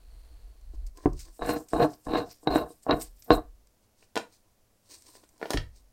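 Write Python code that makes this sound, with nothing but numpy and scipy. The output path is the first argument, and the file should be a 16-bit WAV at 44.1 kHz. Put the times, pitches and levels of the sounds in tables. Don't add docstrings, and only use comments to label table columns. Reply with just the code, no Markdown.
import sys
import numpy as np
from scipy import signal
from scipy.fft import rfft, irfft
from scipy.io import wavfile

SR = 44100
rng = np.random.default_rng(int(sys.argv[2]) if len(sys.argv) > 2 else 0)


def wav_out(sig):
    wavfile.write(sys.argv[1], SR, np.round(np.clip(np.atleast_2d(sig).T, -1, 1) * 32767).astype(np.int16))


N = 261072

# grip_s, fastest_s, let_go_s, rasp_db, sharp_rasp_db (relative), nut_ring_db, swish_db
NUT_TWISTS = [(1.413, 1.491, 1.568, -26.5, -6.5, -39, -42), (1.742, 1.835, 1.849, -18.5, -12, -38.5, -42.5),
              (2.078, 2.171, 2.22, -23.5, -9, -34.5, -50), (2.47, 2.555, 2.623, -23, -11.5, -35.5, -45),
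              (2.887, 2.926, 2.943, -16, -9.5, -37, -55), (3.3, 3.319, 3.352, -18.5, -12.5, -28.5, -45)]
# time_s, thread_hiss_db, housing_groan_db
PLIERS_TURN = [(0.0, -69.5, -75), (0.25, -66, -70.5), (0.62, -71.5, -72.5), (0.9, -72, -67.5)]
# start_s, level_db, contact_brightness_hz, grit (amplitude ratio), nut_ring_db (relative to level_db)
HOUSING_KNOCKS = [(.735, -53.5, 600, 0.36, -35), (1.0584, -27, 2640, 0.21, -46),
                  (1.393, -41.5, 1150, 0.095, -24), (1.421, -29, 2500, 0.27, -24),
                  (1.734, -22, 1650, 0.023, -30), (1.8039, -21, 1460, 0.0097, -30),
                  (1.828, -22, 1490, 0.018, -16), (2.068, -32.5, 1290, 0.32, -35),
                  (2.084, -34.5, 1300, 0.21, -35), (2.136, -26.5, 2410, .12, -14),
                  (2.155, -22.5, 2050, 0.45, -16), (2.431, -51.5, 800, 0.15, -33.5),
                  (2.4733, -19, 3200, 0.17, -12.5), (2.558, -17, 1560, 0.021, -22),
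                  (2.675, -47.5, 1100, 0.13, -28), (2.705, -46, 1100, 0.11, -22),
                  (2.866, -32, 1190, 0.055, -49.5), (2.896, -20, 1200, 0.066, -29),
                  (2.910, -21.5, 2800, 0.13, -6), (2.998, -39, 898, 0.076, -24.5),
                  (3.3055, -10, 3200, 0.036, -23.5)]
# start_s, level_db, decay_s
CRUMB_TICKS = [(0.611, -60, 0.0027), (0.745, -66, 0.0054), (0.865, -48.5, 0.0074), (0.972, -45, 0.0035),
               (1.131, -49.5, 0.0036), (1.191, -45.5, 0.023), (1.685, -48.5, 0.0068), (2.343, -54, 0.0022),
               (3.222, -44.5, 0.0037), (3.247, -58.5, 0.0026), (3.671, -55.5, 0.0023),
               (5.022, -42.5, 0.0012), (5.29, -54, 0.0034), (5.379, -54, 0.0024)]
# start_s, level_db, contact_brightness_hz, grit (amplitude ratio)
BENCH_THUMPS = [(1.0578, -16.5, 1097, 0.02), (1.157, -37, 58.7, 0.023), (3.309, -24.5, 300, 0.022),
                (5.544, -26, 291.3, 0.022), (5.561, -37, 158, 0.0204), (5.580, -29.5, 109, 0.015)]
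# start_s, wood_knock_db, metal_clink_db, contact_brightness_hz
BENCH_TAPS = [(4.026, -63.5, -63, 3000), (4.1562, -35.5, -37, 13700), (4.166, -25.5, -34.5, 4900),
              (4.175, -28.5, -34, 9730), (5.153, -56, -66.5, 5080), (5.239, -69, -67, 4130),
              (5.415, -40, -59, 5070), (5.428, -31, -46.5, 4610), (5.4563, -38, -47.5, 5000),
              (5.5054, -29, -32.5, 14100), (5.534, -36.5, -35, 12000), (5.541, -31, -42.5, 12050),
              (5.5731, -36.5, -30.5, 5300)]
# time_s, level_db
HOUSING_DRAG = [(5.395, -62), (5.42, -52), (5.48, -52), (5.53, -44), (5.58, -64)]
# time_s, level_db
PLIERS_SWAY = [(0.0, -40.5), (0.42, -38.5), (0.6, -42.5), (0.73, -30.5), (0.86, -31), (0.96, -46.5),
               (1.06, -41)]
# start_s, level_db, decay_s
HAND_PUSHES = [(1.05, -24, .085), (1.394, -32, .055), (1.72, -29, .045), (2.06, -28.5, .055),
               (2.471, -30.5, .06), (2.89, -31, 0.11), (3.30, -23.5, .085), (5.541, -24, .08)]
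# loudest_s, length_s, swish_db, dull_rub_db
FINGER_SHIFTS = [(0.75, 0.056, -57.5, -57), (0.988, 0.11, -53, -51), (1.049, 0.13, -52.5, -48.5),
                 (1.21, 0.17, -42.5, -92), (1.278, 0.096, -62, -54.5), (3.84, 0.09, -65, -72.5),
                 (4.019, 0.15, -57, -71), (4.34, 0.15, -54, -68.5), (4.471, .07, -80, -67),
                 (4.925, 0.16, -39.5, -55), (5.086, .18, -50.5, -57.5), (5.169, 0.14, -51.5, -59),
                 (5.24, 0.033, -56, -50.5), (5.363, 0.26, -64, -65), (5.772, .12, -54.5, -73.5)]
# loudest_s, length_s, level_db, fold_pitch_hz
GLOVE_SLIDES = [(1.37, 0.13, -59, 8500), (1.602, 0.097, -53.5, 6710), (1.73, 0.14, -54.5, 8400),
                (1.925, 0.15, -61, 5510), (2.05, 0.088, -63, 8350), (2.305, 0.15, -54.5, 5470),
                (2.435, 0.042, -57.5, 7600), (2.71, 0.11, -58.5, 8950), (2.836, 0.039, -54.5, 7600),
                (2.96, 0.24, -58.5, 13100), (3.022, 0.082, -39.5, 8300), (3.245, 0.19, -59, 13070),
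                (3.352, .045, -48.5, 8400), (5.08, 0.72, -63, 8550)]
# time_s, level_db
GLOVE_RUSTLE = [(1.3, -71.5), (3.4, -73.5)]

# pitch_hz, least_width_hz, peak_db (relative)
HOUSING_MODES = [(150.8, 58, -0.5), (314, 7.3, 6.5), (338, 21, -2.5), (391, 16, -4), (430, 11, -1.5),
                 (475.7, 17, 6.5), (647.3, 84, -2.5), (687, 62, -5.5), (719, 14, -3.5), (750, 72.7, -8),
                 (870, 44, -8.5), (966, 53, -13), (1051, 71, -5), (1070, 36, -17), (1311, 40, -14),
                 (1475, 62, -11.5), (1544, 37, -12.5), (1675, 55, -11.5), (2080, 23, -23), (2450, 71, -26),
                 (2706, 130, -22)]
# pitch_hz, least_width_hz, peak_db (relative)
NUT_MODES = [(3873, 24, -1.5), (4144, 28, -11.5)]
# pitch_hz, least_width_hz, peak_db (relative)
BENCH_MODES = [(63, 16, -4.5), (103.9, 10, -3.5), (146, 13, -2.5), (177.8, 26, -6.5), (298.1, 9.3, 3),
               (358, 21, 2), (412, 31, -5), (566, 20, -12.5), (742, 35, -10.5), (1020, 220, -13.5),
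               (1510, 300, -33.5), (2032, 130, -18)]
# pitch_hz, least_width_hz, peak_db (relative)
WOOD_MODES = [(335, 15, 0.5), (477, 78, 6), (680, 300, 3.5), (956.5, 110, -3), (1406, 89, -3.5),
              (1744, 86, -5)]
# pitch_hz, least_width_hz, peak_db (relative)
METAL_MODES = [(1770, 540, 11), (2570, 760, 8), (3200, 350, 3), (4390, 2600, 11), (5400, 1800, -6),
               (8500, 3480, 2.5), (13400, 3000, -2)]

# (per Hz, relative)
THREAD_HISS_SPECTRUM = [(1000, 1), (2000, -1.5), (3700, -3), (4400, 7), (5200, -10), (7500, -8.5),
                        (9600, -1.5), (11500, -19), (13000, -5), (16000, -19)]
# (per Hz, relative)
RUBBER_SPECTRUM = [(800, -13), (2000, -6), (3300, -7), (5200, 1), (6400, -6), (8500, -0.5), (10800, -9),
                   (13300, 0.5), (16000, -9)]
# (per Hz, relative)
FINGER_SPECTRUM = [(1200, -14.5), (2500, -6.5), (3300, -8), (4200, 1.5), (5800, 1.5), (7200, -2.5),
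                   (8800, 1.5), (10500, -15), (16000, -9)]
# (per Hz, relative)
DULL_RUB_SPECTRUM = [(150, -31), (300, 4), (460, -1.5), (700, -4.5), (860, -12.5), (1010, 3.5), (1250, -17),
                     (1800, -13), (3000, -37.5)]
# (per Hz, relative)
AIR_SPECTRUM = [(20, 3), (60, -7.5), (105, -1.5), (150, -16), (205, -8), (330, -14.5), (600, -14),
                (1400, -24.5), (3500, -27.5), (5500, -25), (8000, -26.5), (16000, -28.5)]
# (per Hz, relative)
TICK_SPECTRUM = [(800, -19.5), (2200, -2.0), (3500, -9), (5000, 5), (8500, 4.5), (10800, -10.5),
                 (13500, -2.5), (16000, -13.5)]
# (per Hz, relative)
SWAY_SPECTRUM = [(10, -9), (22, -9.5), (38, 3.0), (56, -4.5), (75, -19.5), (110, -32.0), (200, -49.0), (600, -83.5)]
# pitch_hz, t60_s
ROOM_DECAY = [(100, 0.28), (400, 0.19), (1500, 0.22), (5000, 0.15), (9000, 0.31), (15000, 0.14)]

GRIP_DB, LET_GO_DB, TAKE_HOLD_DB_PER_S, RUN_OUT_DB_PER_S = -9.5, -6.5, 1099, 332
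SHARP_POWER, RING_POWER, SWISH_POWER, SWISH_LAG_S = 2.0, 1.8, 2.6, .010
STROKE_RISE, STROKE_EDGE_DB, STROKE_ROUND = 0.43, 23, 1.35
FOLD_DB, FOLD_Q = 6.5, 3.5
ROCK_RISE_S = .03
AIR_DB = -67
FIRST_ECHO_S = .003
CUTOFF_HZ = 15900


def from_db(db):
    return 10 ** (np.asarray(db) / 20)


def rms_one(x):
    return x / np.sqrt(np.mean(x ** 2) + 1e-20)


def at_hz(points, hz):
    f, value = np.transpose(points)
    return np.interp(np.log(np.maximum(hz, 1)), np.log(f), value)


def gains(rows):
    s, *columns = np.transpose(rows)
    t = np.arange(N) / SR
    return np.array([from_db(np.interp(t, s, c, left=-np.inf, right=-np.inf)) for c in columns])


def coloured(x, spectrum):
    size = 2 ** 18
    gain = from_db(at_hz(spectrum, np.fft.rfftfreq(size, 1 / SR)))
    return rms_one(irfft(rfft(x, size) * gain)[:N])


def filtered(x, order, hz, kind):
    return signal.sosfilt(signal.butter(order, hz, kind, fs=SR, output="sos"), x)


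def soften(x, hz):
    return filtered(x, 3, hz, "low")


def grains(per_s, spread_db):
    sizes = from_db(spread_db * np.clip(rng.standard_normal(N), -2, 2)) * rng.choice([-1, 1], N)
    return rms_one(sizes * (rng.random(N) < per_s / SR))


def flutter(per_s, depth_db):
    knots = rng.standard_normal(N)
    return from_db(depth_db * np.interp(np.arange(N) * per_s / SR, np.arange(N), knots))


def ringing(modes, lowest_hz, loss=0):
    t = np.arange(SR // 2) / SR
    hz, width, db = np.transpose(modes)[:, :, None]
    width = np.maximum(width, np.minimum(hz / 12, 20) + loss * hz)
    decay = np.exp(-np.pi * width * t)
    out = np.sum(from_db(db) * width * decay * np.sin(2 * np.pi * hz * t), axis=0)
    out = filtered(out, 2, lowest_hz, "high")
    return out / np.linalg.norm(out)


def through(x, response):
    return signal.oaconvolve(x, response)[:N]


def blows(rows, response, grit_s):
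    out, t = np.zeros(N + 2 * SR), np.arange(SR // 20) / SR
    for s, db, contact_hz, grit in rows:
        force = grit * rng.standard_normal(len(t)) * np.exp(-t / grit_s)
        force[0] += 1
        hit = signal.fftconvolve(soften(force, contact_hz), response)
        at = round(s * SR)
        out[at:at + len(hit)] += from_db(db) * hit / np.std(hit[:SR // 100])
    return out[:N]


def twist_speed(grip_s, fastest_s, let_go_s, lag_s=0):
    t = np.arange(N) / SR - lag_s
    turning = np.interp(t, [grip_s, fastest_s, let_go_s], [GRIP_DB, 0, LET_GO_DB])
    before = TAKE_HOLD_DB_PER_S * np.maximum(grip_s - t, 0)
    after = RUN_OUT_DB_PER_S * np.maximum(t - let_go_s, 0)
    return from_db(np.maximum(turning - before - after, -200))


def gripped(x, per_s, depth_s):
    n = np.arange(N)
    lag = depth_s * SR * np.interp(n * per_s / SR, n, rng.standard_normal(N))
    return np.interp(n + lag, n, x)


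def rusty_thread():
    bursts = flutter(per_s=140, depth_db=2.6)
    catches = flutter(per_s=45, depth_db=1.24)
    slips = grains(per_s=2000, spread_db=3.5) * bursts * catches
    dull = rms_one(soften(slips, hz=1460))
    sharp = rms_one(filtered(slips, 3, [1400, 2850], "band"))
    push, ring_gain = 0, 0
    for grip, fastest, let_go, rasp_db, sharp_db, ring_db, _ in NUT_TWISTS:
        speed = twist_speed(grip, fastest, let_go)
        rasp = from_db(-13.0) * speed * dull + from_db(sharp_db) * speed ** SHARP_POWER * sharp
        push = push + from_db(rasp_db) * rasp
        ring_gain = ring_gain + from_db(ring_db) * speed ** RING_POWER
    hiss, groan = gains(PLIERS_TURN)
    body = through(push + from_db(-14.0) * groan * dull, ringing(HOUSING_MODES, lowest_hz=210, loss=.012))
    for mode in NUT_MODES:
        wavering = slips * ring_gain * flutter(per_s=35, depth_db=5.5)
        body += from_db(-10.0) * through(wavering, ringing([mode], lowest_hz=4000, loss=.006))
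    body += from_db(-18.0) * through(slips * ring_gain, ringing([(3957, 43, 0)], lowest_hz=4340))
    body = gripped(body, per_s=44, depth_s=.00007)
    body += from_db(-5.5) * through(soften(push, hz=120), ringing(BENCH_MODES, lowest_hz=49.3))
    return body + from_db(-2.5) * hiss * coloured(grains(per_s=4400, spread_db=6.5), THREAD_HISS_SPECTRUM)


def bench_sway():
    sway, = gains(PLIERS_SWAY)
    for s, db, decay_s in HAND_PUSHES:
        t = np.arange(N) / SR - s
        rise = np.clip(t / ROCK_RISE_S, 0, 1)
        sway += from_db(db) * rise * np.exp(-np.maximum(t - ROCK_RISE_S, 0) / decay_s)
    return from_db(-7.0) * sway * coloured(rng.standard_normal(N), SWAY_SPECTRUM)


def room_air():
    return from_db(AIR_DB) * coloured(rng.standard_normal(N), AIR_SPECTRUM)


def crumbs():
    t, envelope = np.arange(SR // 10) / SR, np.zeros(N)
    for s, db, decay_s in CRUMB_TICKS:
        at = round(s * SR)
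        envelope[at:at + len(t)] += from_db(db) * np.exp(-t / decay_s) * (1 - np.exp(-t / 0.00065))
    return envelope * coloured(rng.standard_normal(N), TICK_SPECTRUM)


def housing_knocks():
    housing = ringing(HOUSING_MODES, lowest_hz=210, loss=.012)
    nut = ringing(NUT_MODES, lowest_hz=4000, loss=.006)
    housing_blows = [(s, db, hz, grit) for s, db, hz, grit, _ in HOUSING_KNOCKS]
    nut_blows = [(s, db + ring_db, 4200, grit) for s, db, _, grit, ring_db in HOUSING_KNOCKS]
    return blows(housing_blows, housing, grit_s=.003) + blows(nut_blows, nut, grit_s=0.00067)


def stroke(s, length_s):
    t = np.arange(N) / SR - s
    away = np.maximum(-t / STROKE_RISE, t / (1 - STROKE_RISE)) / length_s
    return from_db(-STROKE_EDGE_DB * np.minimum(away, 10) ** STROKE_ROUND)


def fingertips():
    roll, rub = sum(from_db(levels)[:, None] * stroke(s, length) for s, length, *levels in FINGER_SHIFTS)
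    swish = coloured(grains(per_s=9500, spread_db=7.0), FINGER_SPECTRUM) * flutter(per_s=90, depth_db=3.0)
    catches = coloured(grains(per_s=450, spread_db=3.0), DULL_RUB_SPECTRUM)
    return from_db(-9.5) * roll * swish + from_db(-5.0) * rub * catches


def crinkled(x, per_s, depth_db):
    out = 0
    for k, edges in enumerate([(700, 6500), (6500, 11000), (11000, 17000)]):
        band = filtered(x, 2, edges, "band") * flutter(per_s, depth_db)
        out = out + band * (-1) ** k
    return rms_one(out)


def folded(x, hz):
    resonance = signal.lfilter(*signal.iirpeak(hz, FOLD_Q, fs=SR), x)
    return rms_one(x + from_db(FOLD_DB) * resonance)


def rubber_glove():
    rubber = crinkled(coloured(grains(per_s=6000, spread_db=4.5), RUBBER_SPECTRUM), per_s=65, depth_db=5.0)
    swish, = gains(GLOVE_RUSTLE)
    for grip, fastest, let_go, *_, swish_db in NUT_TWISTS:
        swish += from_db(swish_db) * twist_speed(grip, fastest, let_go, SWISH_LAG_S) ** SWISH_POWER
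    slides = sum(from_db(db) * stroke(s, length) * folded(rubber, hz) for s, length, db, hz in GLOVE_SLIDES)
    return swish * rubber + slides


def weight_on_bench():
    return blows(BENCH_THUMPS, ringing(BENCH_MODES, lowest_hz=53.4), grit_s=.003)


def housing_on_bench():
    wood = ringing(WOOD_MODES, lowest_hz=260, loss=.05)
    metal = ringing(METAL_MODES, lowest_hz=1400, loss=.12)
    drag, = gains(HOUSING_DRAG)
    slips = drag * grains(per_s=700, spread_db=2.5)
    out = through(slips, wood) + from_db(-7.0) * through(slips, metal)
    out += blows([(s, db, hz, .05) for s, db, _, hz in BENCH_TAPS], wood, grit_s=0.005)
    return out + blows([(s, db, hz, .6) for s, _, db, hz in BENCH_TAPS], metal, grit_s=0.0033)


def workshop(x, wet_db):
    t = np.arange(SR // 2) / SR
    tail, edges = 0, np.geomspace(60, 16000, 9)
    for low, high in zip(edges, edges[1:]):
        band = filtered(rng.standard_normal(len(t)), 2, [low, high], "band")
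        tail = tail + band * 1000. ** (-t / at_hz(ROOM_DECAY, np.sqrt(low * high)))
    tail = tail * np.clip(t / FIRST_ECHO_S - 1, 0, 1)
    return x + from_db(wet_db) * through(x, tail / np.linalg.norm(tail))


def scene():
    work = rusty_thread() + crumbs() + housing_knocks() + fingertips() + rubber_glove()
    work = workshop(work, wet_db=-16.0)
    thumps = workshop(weight_on_bench(), wet_db=-13)
    taps = workshop(housing_on_bench(), wet_db=-7.0)
    return (work + thumps + taps + bench_sway() + room_air())[None]


def record(dry):
    rounded = dry / (1 + (dry / .95) ** 6) ** (1 / 6)
    return signal.sosfilt(signal.ellip(12, .1, 80, CUTOFF_HZ, fs=SR, output="sos"), rounded)


dry = scene()
out = record(dry)
wav_out(out)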